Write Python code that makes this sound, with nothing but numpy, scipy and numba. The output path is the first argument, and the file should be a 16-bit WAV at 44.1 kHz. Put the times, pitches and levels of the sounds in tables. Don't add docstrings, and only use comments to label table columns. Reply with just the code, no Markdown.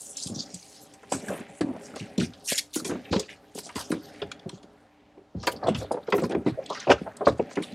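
import sys
import numpy as np
from scipy import signal
from scipy.io import wavfile
from scipy.ndimage import uniform_filter1d
from numba import njit

SR = 44100
rng = np.random.default_rng(int(sys.argv[2]) if len(sys.argv) > 2 else 0)


def nominal_scale(level):
    x = np.asarray(level, float) / 20
    return 10 ** x


def int16_out(signal):
    q = np.round(np.clip(np.atleast_2d(signal).T, -1, 1) * 32767)
    wavfile.write(sys.argv[1], SR, q.astype(np.int16))


N = 341334


def level(x, db):
    return x * nominal_scale(db) / np.sqrt(np.mean(x ** 2))


def crest(x, db):
    return x * nominal_scale(db) / np.max(np.abs(x))


@njit
def svf(x, hz, q):
    y, b, l = np.empty(len(x)), 0., 0.
    for i in range(len(x)):
        g = np.tan(np.pi * hz[i] / SR)
        v = (b + g * (x[i] - l)) / (1 + g * (g + 1 / q))
        b, l, y[i] = 2 * v - b, l + 2 * g * v, v / q
    return y


def band(x, hz, q, order=2):
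    hz = np.clip(hz * np.ones(len(x)), 20, .44 * SR)
    for _ in range(order):
        x = svf(x, hz, 1. * q)
    return x


def walk(rate_hz, size=N):
    k = int(SR / rate_hz)
    held = np.repeat(rng.standard_normal(size // k + 1), k)
    return 1.81 * uniform_filter1d(uniform_filter1d(held, k), k)[:size]


def grit(rate_hz, spread_db, size=N):
    k = max(int(SR / rate_hz), 1)
    jump_db = spread_db * np.minimum(rng.exponential(size=size), 3.5)
    return rng.standard_normal(size) * np.repeat(nominal_scale(jump_db), k)[:size]


def swell(t, rise_s, t60_s):
    rise_s, t60_s = np.clip(rise_s, .0004, .04), np.clip(t60_s, .012, .3)
    return np.minimum(t / rise_s, 1) * np.exp(-np.log(1000) * np.maximum(t - rise_s, 0) / t60_s)


def add(out, s, x):
    i = max(int(s * SR), 0)
    out[i:i + len(x)] += x[:N - i]


def yard():
    # (frequency [Hz], density [dB per Hz])
    wash_curve = [(30, 16), (70, -4.5), (200, -14), (400, -11), (800, -5.5), (1200, -33), (3000, -19),
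                  (7000, -35.5), (11000, -66.5), (15000, -52)]
    # (centre [Hz], width [Hz], level [dB])
    hum_bands = [(296, 4.7, -62), (780, 9.2, -66.5)]
    hz_at, db_at = np.transpose(wash_curve)
    wash = np.zeros(N)
    for hz in 36 * 2 ** np.arange(0, 8.8, .5):
        db = np.interp(np.log(hz), np.log(hz_at), db_at) + 10 * np.log10(hz) + 1.7 * walk(1.1)
        wash += nominal_scale(db) * level(band(rng.standard_normal(N), hz, 0.98), 0)
    hum = np.zeros(N)
    for hz, width_hz, db in hum_bands:
        hum += level(band(rng.standard_normal(N), hz, hz / width_hz, order=1), db)
    lull_s, lull_width_s, lull_db = 5.1, 0.27, -4
    fade_db = lull_db * np.exp(-((np.arange(N) / SR - lull_s) / lull_width_s) ** 4)
    return (level(wash, -57) + hum) * nominal_scale(fade_db)


def load():
    # (time [s], weight on the panels [dB], movement of the clothes [dB])
    effort = [(0, -62.5, -47.5), (.34, -48.5, -55), (.8, -58.5, -58), (1.08, -55.5, -63.5),
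              (1.33, -38, -61), (1.58, -51.5, -67.5), (2.05, -46, -60), (2.7, -61.5, -60.5),
              (2.95, -47, -60), (3.53, -61.5, -66), (3.75, -50, -56), (4.14, -49, -61), (5.3, -66, -85),
              (5.7, -40, -67), (6.05, -54.5, -69), (6.32, -49.5, -68), (6.8, -49, -69), (7.74, -45.5, -58)]
    # (centre [Hz], width [Hz], level [dB])
    resonances = [(114, 86, -2.5), (257, 100, 1), (300, 48, 1.5), (413, 12, 2), (560, 75, -0.5),
                  (793, 94, -1.5)]
    at_s, weight_db, cloth_db = np.transpose(effort)
    t = np.arange(N) / SR
    rumble_db, rustle_db = np.interp(t, at_s, weight_db), np.interp(t, at_s, cloth_db)
    creak_db = rumble_db - 8

    slips = grit(110, 1.6)
    panel = np.zeros(N)
    for k, (hz, width_hz, db) in enumerate(resonances):
        panel += (-1) ** k * nominal_scale(db) * band(slips, hz, hz / width_hz, order=1)
    rumble = level(band(panel, 300., .4), 0) * nominal_scale(rumble_db + 1.8 * walk(25))

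    creak = band(grit(300, 2.8), 1500 * 2 ** (0.28 * walk(4.2)), 1.3)
    creak = level(creak, 0) * nominal_scale(creak_db + 0.36 * walk(5.7))

    rustle = np.zeros(N)
    for hz in (3200., 4600., 6500., 9000., 12500.):
        cloth = band(grit(400, 4.), hz, 2.)
        rustle += level(cloth, -10 - 9 * (hz > 1e4)) * nominal_scale(3.5 * walk(22))
    return rumble + creak + rustle * nominal_scale(rustle_db)


def thuds():
    # (time [s], peak [dB])
    pushes = [(2.191, -27), (3.128, -34), (3.31, -54), (4.215, -34), (5.75, -21), (6.879, -21),
              (7.007, -36.5), (7.261, -21), (1.129, -38), (3.758, -34.5), (5.352, -27.5), (5.469, -32.5),
              (5.631, -30.5), (5.84, -43), (6.13, -35), (6.352, -31), (7.572, -46)]
    out, t = np.zeros(N), np.arange(SR // 4) / SR
    for s, db in pushes:
        push = grit(440, 0.83, size=len(t)) * swell(t, rise_s=0.0096, t60_s=0.36)
        add(out, s, crest(band(push, 81.4, 0.67), db))
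    return out


def rubs():
    # (time [s], length [s], level [dB], centre [Hz], spread [octaves])
    climbing = [(0, 0.08, -39.5, 7900, 0.28), (0.073, 0.086, -41, 7800, 0.3), (0.16, 0.15, -34, 6160, 0.45),
                (0.339, .11, -35, 5050, 0.36), (0.442, 0.31, -49, 5950, 0.35),
                (0.6, 0.3, -50.5, 6430, 0.48), (0.806, 0.044, -54, 11700, 0.093),
                (1.09, 0.14, -43, 6650, 0.47), (1.212, .17, -46.5, 8500, 0.38), (1.27, 0.14, -35.5, 392, 1),
                (1.462, 0.2, -55, 8100, 0.26), (1.62, 0.19, -37, 394, 0.84), (1.789, .14, -49.5, 6600, 0.3),
                (1.945, 0.14, -45.5, 4050, 0.72), (2.18, 0.071, -33, 3730, 0.84),
                (2.438, 0.15, -26, 6880, 0.51), (2.475, 0.096, -28, 2700, 0.42),
                (2.576, 0.017, -17.5, 5100, 0.87), (2.728, 0.067, -32.5, 6350, 0.82),
                (2.845, 0.072, -36, 6900, 0.5), (2.875, 0.13, -46.5, 2050, 0.6)]
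    leaning = [(3.032, 0.075, -47, 2660, 0.32), (3.102, 0.13, -36.5, 3700, 0.6),
               (3.224, 0.15, -54, 5440, 0.3), (3.278, 0.067, -41, 2420, 0.36),
               (3.283, 0.069, -59, 8250, 0.38), (3.548, 0.064, -39.5, 6200, 0.77),
               (3.625, 0.069, -41.5, 6030, 0.42), (3.746, 0.11, -36, 6100, 0.74),
               (3.886, 0.061, -45, 6000, 0.89), (3.951, 0.22, -54, 4520, 0.38),
               (4.018, 0.066, -61, 11960, 0.033), (4.492, 0.1, -56, 4540, 0.55)]
    dragging = [(5.357, 0.14, -53, 4660, 0.37), (5.463, 0.031, -41, 11600, 0.5),
                (5.513, 0.017, -39.5, 8600, 0.64), (5.641, 0.14, -53, 2450, 0.49),
                (5.745, 0.095, -43.5, 4660, 0.81), (6.064, 0.034, -46.5, 2970, 0.63),
                (6.139, 0.062, -45.5, 8400, 0.76), (6.229, .035, -43, 3540, 1.1),
                (6.301, 0.03, -42.5, 2460, 0.87), (6.454, 0.049, -47, 3300, 0.87),
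                (6.57, 0.033, -24, 534, 0.18), (6.669, 0.23, -43, 4430, 0.37),
                (6.69, 0.045, -29, 908, 0.22), (6.759, 0.038, -45, 1407, 0.13),
                (6.799, 0.062, -41.5, 1770, 0.61), (6.892, 0.036, -16.5, 1730, 1.065),
                (7.248, 0.052, -37.5, 4000, 0.47), (7.491, 0.073, -48.5, 5700, 0.37),
                (7.617, 0.022, -41.5, 3570, 0.39)]
    brushing = [(1.27, 0.056, -60, 2870, 0.38), (1.3, 0.24, -65, 1420, 0.36),
                (2.86, 0.11, -37.5, 690, 0.93), (3.75, 0.076, -37, 954, 0.62),
                (3.915, 0.061, -44.5, 2270, 0.87), (5.92, 0.12, -63, 3300, 0.54),
                (5.49, 0.087, -50.5, 3300, 0.59), (5.76, 0.12, -51.5, 3730, 0.2),
                (6.13, 0.092, -47, 2620, 0.83), (6.2, 0.08, -56, 4320, 0.3), (4.14, 0.089, -52, 2360, 0.55),
                (6.455, 0.069, -48, 3960, 0.15), (6.465, 0.046, -59, 8100, 0.38),
                (6.94, 0.095, -53.5, 3220, 0.65), (7.06, 0.11, -75, 3180, 0.3),
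                (7.19, 0.099, -59, 3750, 0.2), (7.3, 0.039, -52, 3500, 0.84), (7.4, 0.12, -72, 3500, 0.49),
                (7.64, 0.13, -56, 3460, 0.3)]
    kinds = (climbing, -0.091), (leaning, -0.064), (dragging, 0.29), (brushing, -0.029)
    pull_s = 0.071
    out = np.zeros(N)
    strokes = [(*row, glide) for rows, glide in kinds for row in rows]
    for s, length_s, db, hz, spread, glide in strokes:
        u = np.arange(SR // 3) / (SR * np.clip(length_s, .02, .26))
        spread = np.clip(spread, .015, 1.2)
        press = np.minimum(u / 0.27, 1) ** 1.2 * np.exp(-(np.maximum(u - .45, 0) / 0.49) ** 2)
        press_rms = np.sqrt(np.mean(press ** 2))
        glide = glide * min(1, pull_s / length_s)
        centre_hz = hz * 2 ** (glide * (np.minimum(u, 1.2) - .5))
        catches = grit(500, 2.6, size=len(u)) * nominal_scale(2.2 * walk(60, size=len(u)))
        for k in (-2, -1, 0, 1, 2):
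            grip = walk(49.8, size=len(u))
            patch_hz = centre_hz * 2 ** (spread * (0.58 * k + 0.11 * grip[::-1]))
            patch = band(catches, patch_hz, 1.374 / spread, order=3)
            patch = patch * nominal_scale(2.06 * grip) * press
            add(out, s, level(patch, db - 3.0 - 1.36 * k * k) * press_rms)
    return out


def taps():
    # (time [s], peak [dB], ring [Hz], t60 [s])
    clips = [(1.243, -39, 1650, 0.027), (1.282, -27, 1580, 0.04), (1.334, -37, 3000, 0.034),
             (1.938, -36.5, 1360, 0.061), (1.999, -32.5, 2690, 0.043), (2.211, -27, 1400, 0.018),
             (2.731, -38, 3860, .03), (2.798, -34, 1300, 0.023), (2.897, -35, 1210, .03),
             (5.398, -39, 4270, .04), (5.43, -34, 4800, .04), (5.433, -31.5, 1220, 0.052),
             (5.472, -16.5, 4400, 0.056), (5.52, -33, 3200, .03), (5.561, -34.5, 4570, 0.036),
             (5.628, -34, 1580, .04), (5.64, -30, 1110, 0.044), (5.635, -38, 4400, 0.08),
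             (5.8117, -39, 1540, 0.028), (6.028, -47, 3970, 0.035), (6.074, -35, 1460, .04),
             (6.245, -31.5, 5000, 0.027), (6.308, -32, 2500, 0.063), (6.315, -30.5, 1640, 0.12),
             (6.349, -41, 3300, 0.025), (6.457, -41, 4100, 0.13), (6.478, -34, 2230, 0.048),
             (6.637, -48, 5240, 0.018), (6.726, -38, 1000, 0.038), (6.77, -31, 1420, .04),
             (6.9775, -34, 1330, 0.091), (7.113, -40, 1560, 0.04), (7.3951, -31.5, 2360, 0.019),
             (7.5615, -35, 2650, .03), (7.623, -32, 2150, 0.013), (7.632, -26.5, 3440, 0.044),
             (7.719, -40, 4200, .04)]
    skips = [(3.13, -43, 1800, 0.037), (3.132, -26, 4530, .05), (3.195, -25, 4950, .02),
             (3.759, -45, 1060, 0.032), (6.658, -38, 3360, .04), (6.692, -34, 3370, 0.059),
             (6.7456, -29, 5500, 0.03), (6.801, -29, 6200, 0.027), (6.845, -41, 2400, .03),
             (6.871, -29, 2550, 0.052), (6.912, -8.5, 1490, 0.021), (7.282, -30, 2010, 0.027),
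             (7.283, -37, 5070, 0.028)]
    snaps = [(0.168, -20.5, 6900, 0.058), (0.357, -39, 3900, .03), (0.398, -33, 5370, .03),
             (0.542, -24, 7650, .02), (3.194, -40, 13700, 0.045), (3.953, -45, 2900, .025),
             (4.313, -28, 1380, 0.046), (4.315, -31, 2340, 0.033), (6.1, -44, 13420, .05),
             (6.147, -42, 13600, 0.047), (6.161, -38, 13000, .04), (6.174, -37, 12500, 0.063),
             (6.216, -35, 7800, .05), (6.247, -50, 13000, .05), (6.308, -46, 9300, 0.031)]
    out, t = np.zeros(N), np.arange(SR // 8) / SR
    for s, db, hz, t60_s in clips + skips + snaps:
        touch = grit(900, 4.7, size=len(t)) * swell(t, 0.0019, t60_s)
        add(out, s, crest(band(touch, hz, 3, order=3), db))
    return out


def ticks():
    # (time [s], peak near 2 kHz [dB], upper shoulder [dB], top [dB])
    tick_rows = [(1.398, -40, -27, 43), (1.7612, -33, -9, -26), (2.177, -26.5, 9, 6),
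                 (3.1603, -10.5, -7, -38), (3.5838, -20.5, -7, 13), (3.6655, -46, 11, 26),
                 (4.3143, -23, 1, -10), (4.392, -45, 9, -14), (4.491, -26, 0, -6), (6.178, -12, -22, -19),
                 (6.2337, -8, -39, -16), (6.25, -20, -21, -18), (6.2935, -27, -7, -3),
                 (6.3463, -14.5, -20, -42), (6.659, -40, 14, 4), (6.6982, -32, 7, 5),
                 (6.7967, -29.5, 6, -13), (7.166, -58, 17, 48), (7.322, -52, -4, 9), (7.38, -57, 12, 16),
                 (7.5073, -19.5, -16, -45), (7.554, -27.5, -2, -3)]
    clack_rows = [(0.1682, -47, 18, 36), (0.268, -39, 9, 35), (0.5408, -49.5, 17.5, 40),
                  (0.9363, -35.5, -5.5, 14), (1.0296, -27, -34, -4), (1.283, -29, -8, 5),
                  (1.6082, -12, -13.5, -8.5), (1.9578, -22, -9.5, 6), (2.3337, -40, 9, -15),
                  (2.583, -42, 24, 9), (3.1267, -6, -9.5, -41), (3.1942, -24, 4.5, 12.5),
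                  (3.5482, -46, 1, 45), (3.69, -16, -23, -22), (3.9152, -8, -16, -5),
                  (4.217, -18.5, 2, -67), (4.628, -39, 1.5, -16), (5.469, 2, -13.5, -21),
                  (5.686, -17.5, -10, -9), (5.7452, -15.5, -0.5, -37), (5.9174, -45, 12, 28),
                  (6.1004, -36, 6.5, -7), (6.1221, 1, -13, -60), (7.2694, -49, -23, -24),
                  (7.2784, -22.5, -13.5, 11), (7.5693, -6.5, -39, -31), (7.592, -23, -30, -33)]
    rattle_rows = [
        (1.1198, -11, -13, 16),
        (2.7554, -17, -9, 23),
        (2.8451, -20.5, -3, 14.5),
        (3.7545, -14, -8, -12),
        (5.4273, -25, -7, -19),
        (5.669, -19, 0, -34),
        (6.4616, -13, -22.5, -60),
        (6.7459, -16, -10, -39),
        (7.6226, -25, -22, 25),
    ]
    # (rows, rise [s], t60 [s])
    kinds = (tick_rows, 0.0044, 0.026), (clack_rows, 0.0021, 0.064), (rattle_rows, 0.0023, 0.15)
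    top_fall_db = 47.5
    out, t = np.zeros(N), np.arange(SR // 8) / SR
    octave = np.arange(-1, 3, .25)
    for rows, rise_s, t60_s in kinds:
        for s, db, mid_db, top_db in rows:
            snap = grit(830, 0.59, size=len(t)) * swell(t, rise_s, t60_s)
            colour_db = np.interp(octave, [-2, .1, .75, 3.5], [-3, 0, mid_db + 10, top_db + 5.5])
            colour_db = colour_db - top_fall_db * np.maximum(octave - 2.1, 0)
            colour_db = colour_db + 2.8 * rng.standard_normal(len(octave))
            part = np.zeros(len(t))
            for o, ring_db in zip(octave, colour_db):
                ring = band(snap, 2000 * 2 ** o, 4.22, order=3)
                part += nominal_scale(ring_db) * crest(ring, db - 19.5)
            add(out, s - .001, part)
    return out


def knocks():
    # (time [s], peak [dB], main mode [Hz], t60 [s])
    kneeling = [(0.259, -28.5, 176, 0.091), (0.298, -29, 217, 0.16), (0.362, -28.5, 237, 0.19),
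                (0.537, -37.5, 183, 0.063), (1.119, -17, 611, 0.05), (1.284, -28, 196, 0.093),
                (1.608, -15.5, 337, 0.056), (1.63, -18, 300, 0.23), (1.76, -32, 730, 0.034),
                (1.96, -27.5, 560, 0.11), (2.005, -29, 212, 0.15), (2.18, -16.5, 231, 0.23),
                (2.52, -19.5, 393, 0.013), (2.759, -20, 320, 0.15), (2.797, -44, 560, 0.049),
                (2.893, -22.5, 300, 0.073), (2.941, -32, 242, 0.09), (3.11, -20.5, 141, 0.056),
                (3.127, -18.5, 437, 0.19), (3.16, -16.5, 202, 0.0099), (3.552, -28.5, 393, 0.051),
                (3.577, -30.5, 410, 0.074), (3.659, -36.5, 670, 0.24), (3.757, -25.5, 300, 0.067),
                (3.903, -17.5, 296, 0.027), (3.922, -16.5, 312, 0.15), (4.218, -24.5, 413, 0.12),
                (4.459, -26.5, 310, 0.11), (4.529, -33, 197, 0.051), (4.63, -39, 330, 0.19)]
    reaching = [(5.172, -41.5, 405, 0.16), (5.35, -27.5, 180, 0.04), (5.47, -16.5, 504, 0.093),
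                (5.6267, -22.5, 670, 0.3), (5.663, -16.5, 560, 0.067), (5.683, -10.5, 493, 0.016),
                (5.747, -23.5, 152, 0.052), (5.813, -28.5, 550, 0.088), (5.909, -14.5, 517, 0.093),
                (5.939, -22, 510, 0.084), (5.969, -26, 560, 0.071), (6.082, -20.5, 490, 0.089),
                (6.126, -12, 406, 0.22), (6.179, -18, 368, 0.36), (6.235, -16, 249, 0.12),
                (6.297, -21, 383, 0.34), (6.348, -17.5, 432, 0.066), (6.462, -13, 329, 0.11),
                (6.515, -27.5, 128, 0.025), (6.703, -23, 590, 0.1), (6.87, -17, 580, 0.11),
                (6.895, -8.5, 565, 0.06), (6.903, -4.5, 568, 0.081), (7.013, -25, 246, 0.034),
                (7.063, -25, 656, 0.11), (7.2083, -20, 560, 0.13), (7.2688, -4, 595, 0.023),
                (7.28, -11, 560, 0.03), (7.394, -13, 446, 0.057), (7.569, -18.5, 380, 0.12)]
    trailing = [(1.226, -34, 400, 0.084), (1.298, -23.5, 580, 0.16), (1.335, -36, 490, 0.085),
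                (1.402, -31.5, 310, 0.059), (1.685, -26.5, 270, 0.37), (1.135, -25.5, 273, 0.28),
                (1.935, -35.5, 300, 0.11), (2.818, -32, 232, 0.078), (2.847, -29.5, 362, 0.36),
                (2.915, -25.5, 255, 0.21), (2.955, -28, 447, 0.03), (5.372, -34, 203, 0.044),
                (5.405, -38, 220, 0.043), (5.432, -34.5, 504, 0.21), (5.53, -33, 456, 0.11),
                (5.555, -37, 326, 0.11), (5.695, -20.5, 212, 0.13), (5.843, -31, 500, 0.033),
                (5.99, -43, 500, 0.13), (6.222, -18, 415, 0.045), (6.322, -30.5, 590, 0.082),
                (6.362, -22, 300, 0.16), (6.592, -36, 530, 0.17), (6.945, -43, 560, 0.055),
                (7.3, -26, 300, 0.13), (7.415, -27.5, 250, 0.084), (7.51, -40, 450, 0.042),
                (7.6, -27.5, 270, 0.12), (7.725, -34, 251, 0.084), (3.95, -32, 300, 0.4),
                (5.345, -39, 540, .04), (1.03, -44.5, 480, 0.056)]
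    # (ratio to main mode, level [dB])
    overtones = [(.55, -24), (0.781, -11.5), (1, 1.5), (1.279, -6.5), (1.7, -8.5), (2.398, -25.5)]
    out, t = np.zeros(N), np.arange(SR // 4) / SR
    ratio, over_db = np.transpose(overtones)
    for s, db, hz, t60_s in kneeling + reaching + trailing:
        detune, uneven = rng.standard_normal((2, len(ratio)))
        rise_s = 0.00086 + 0.0087 * hz / 1e3
        contact = grit(390, 2.68, size=len(t)) * swell(t, rise_s, t60_s)
        contact[SR // 1000] += 6.5
        mode_hz = (hz * ratio * (1 + 0.07 * detune * (ratio != 1)))[:, None]
        modes = np.sin(2 * np.pi * mode_hz * t) * np.exp(-t * mode_hz / 1.6)
        response = nominal_scale(over_db + 0.37 * uneven) @ modes
        body = signal.fftconvolve(contact, response)[:len(t)]
        body = band(body, 1.072 * hz, 0.42)
        add(out, s - .001, crest(body, db + 3.5))
    return out


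def cab(x):
    t60_s, gap_s = 0.16, .003
    t = np.arange(SR // 4) / SR
    tail = band(rng.standard_normal(len(t)), 520.0, 0.017, order=1)
    tail = tail * np.exp(-np.log(1000) * t / t60_s) * (t > gap_s)
    return signal.fftconvolve(x, tail / np.sqrt(np.sum(tail ** 2)))[:N]


def scene():
    near = load() + thuds() + rubs() + taps() + ticks() + knocks()
    mid = near + nominal_scale(-15.5) * cab(near) + yard()
    side_top = band(np.roll(near, 40), 13000., 1.2)
    side = nominal_scale(-51 + 10 * walk(30)) * (1.2 * cab(near) + 19 * side_top)
    return np.array([mid + side, mid - side])


def band_limit(x):
    return signal.sosfilt(signal.butter(12, 16460, fs=SR, output="sos"), x)


def record(dry):
    low_hz, top_hz, hiss_db = 74, 17000, -88
    x = signal.sosfilt(signal.butter(4, low_hz, "highpass", fs=SR, output="sos"), dry)
    x = signal.sosfilt(signal.cheby2(12, 60, top_hz, fs=SR, output="sos"), x)
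    x = x + nominal_scale(hiss_db) * rng.standard_normal(x.shape)
    x = 1.1 * np.tanh(.74 * x)
    return band_limit(x)


dry = scene()
out = record(dry)
int16_out(out)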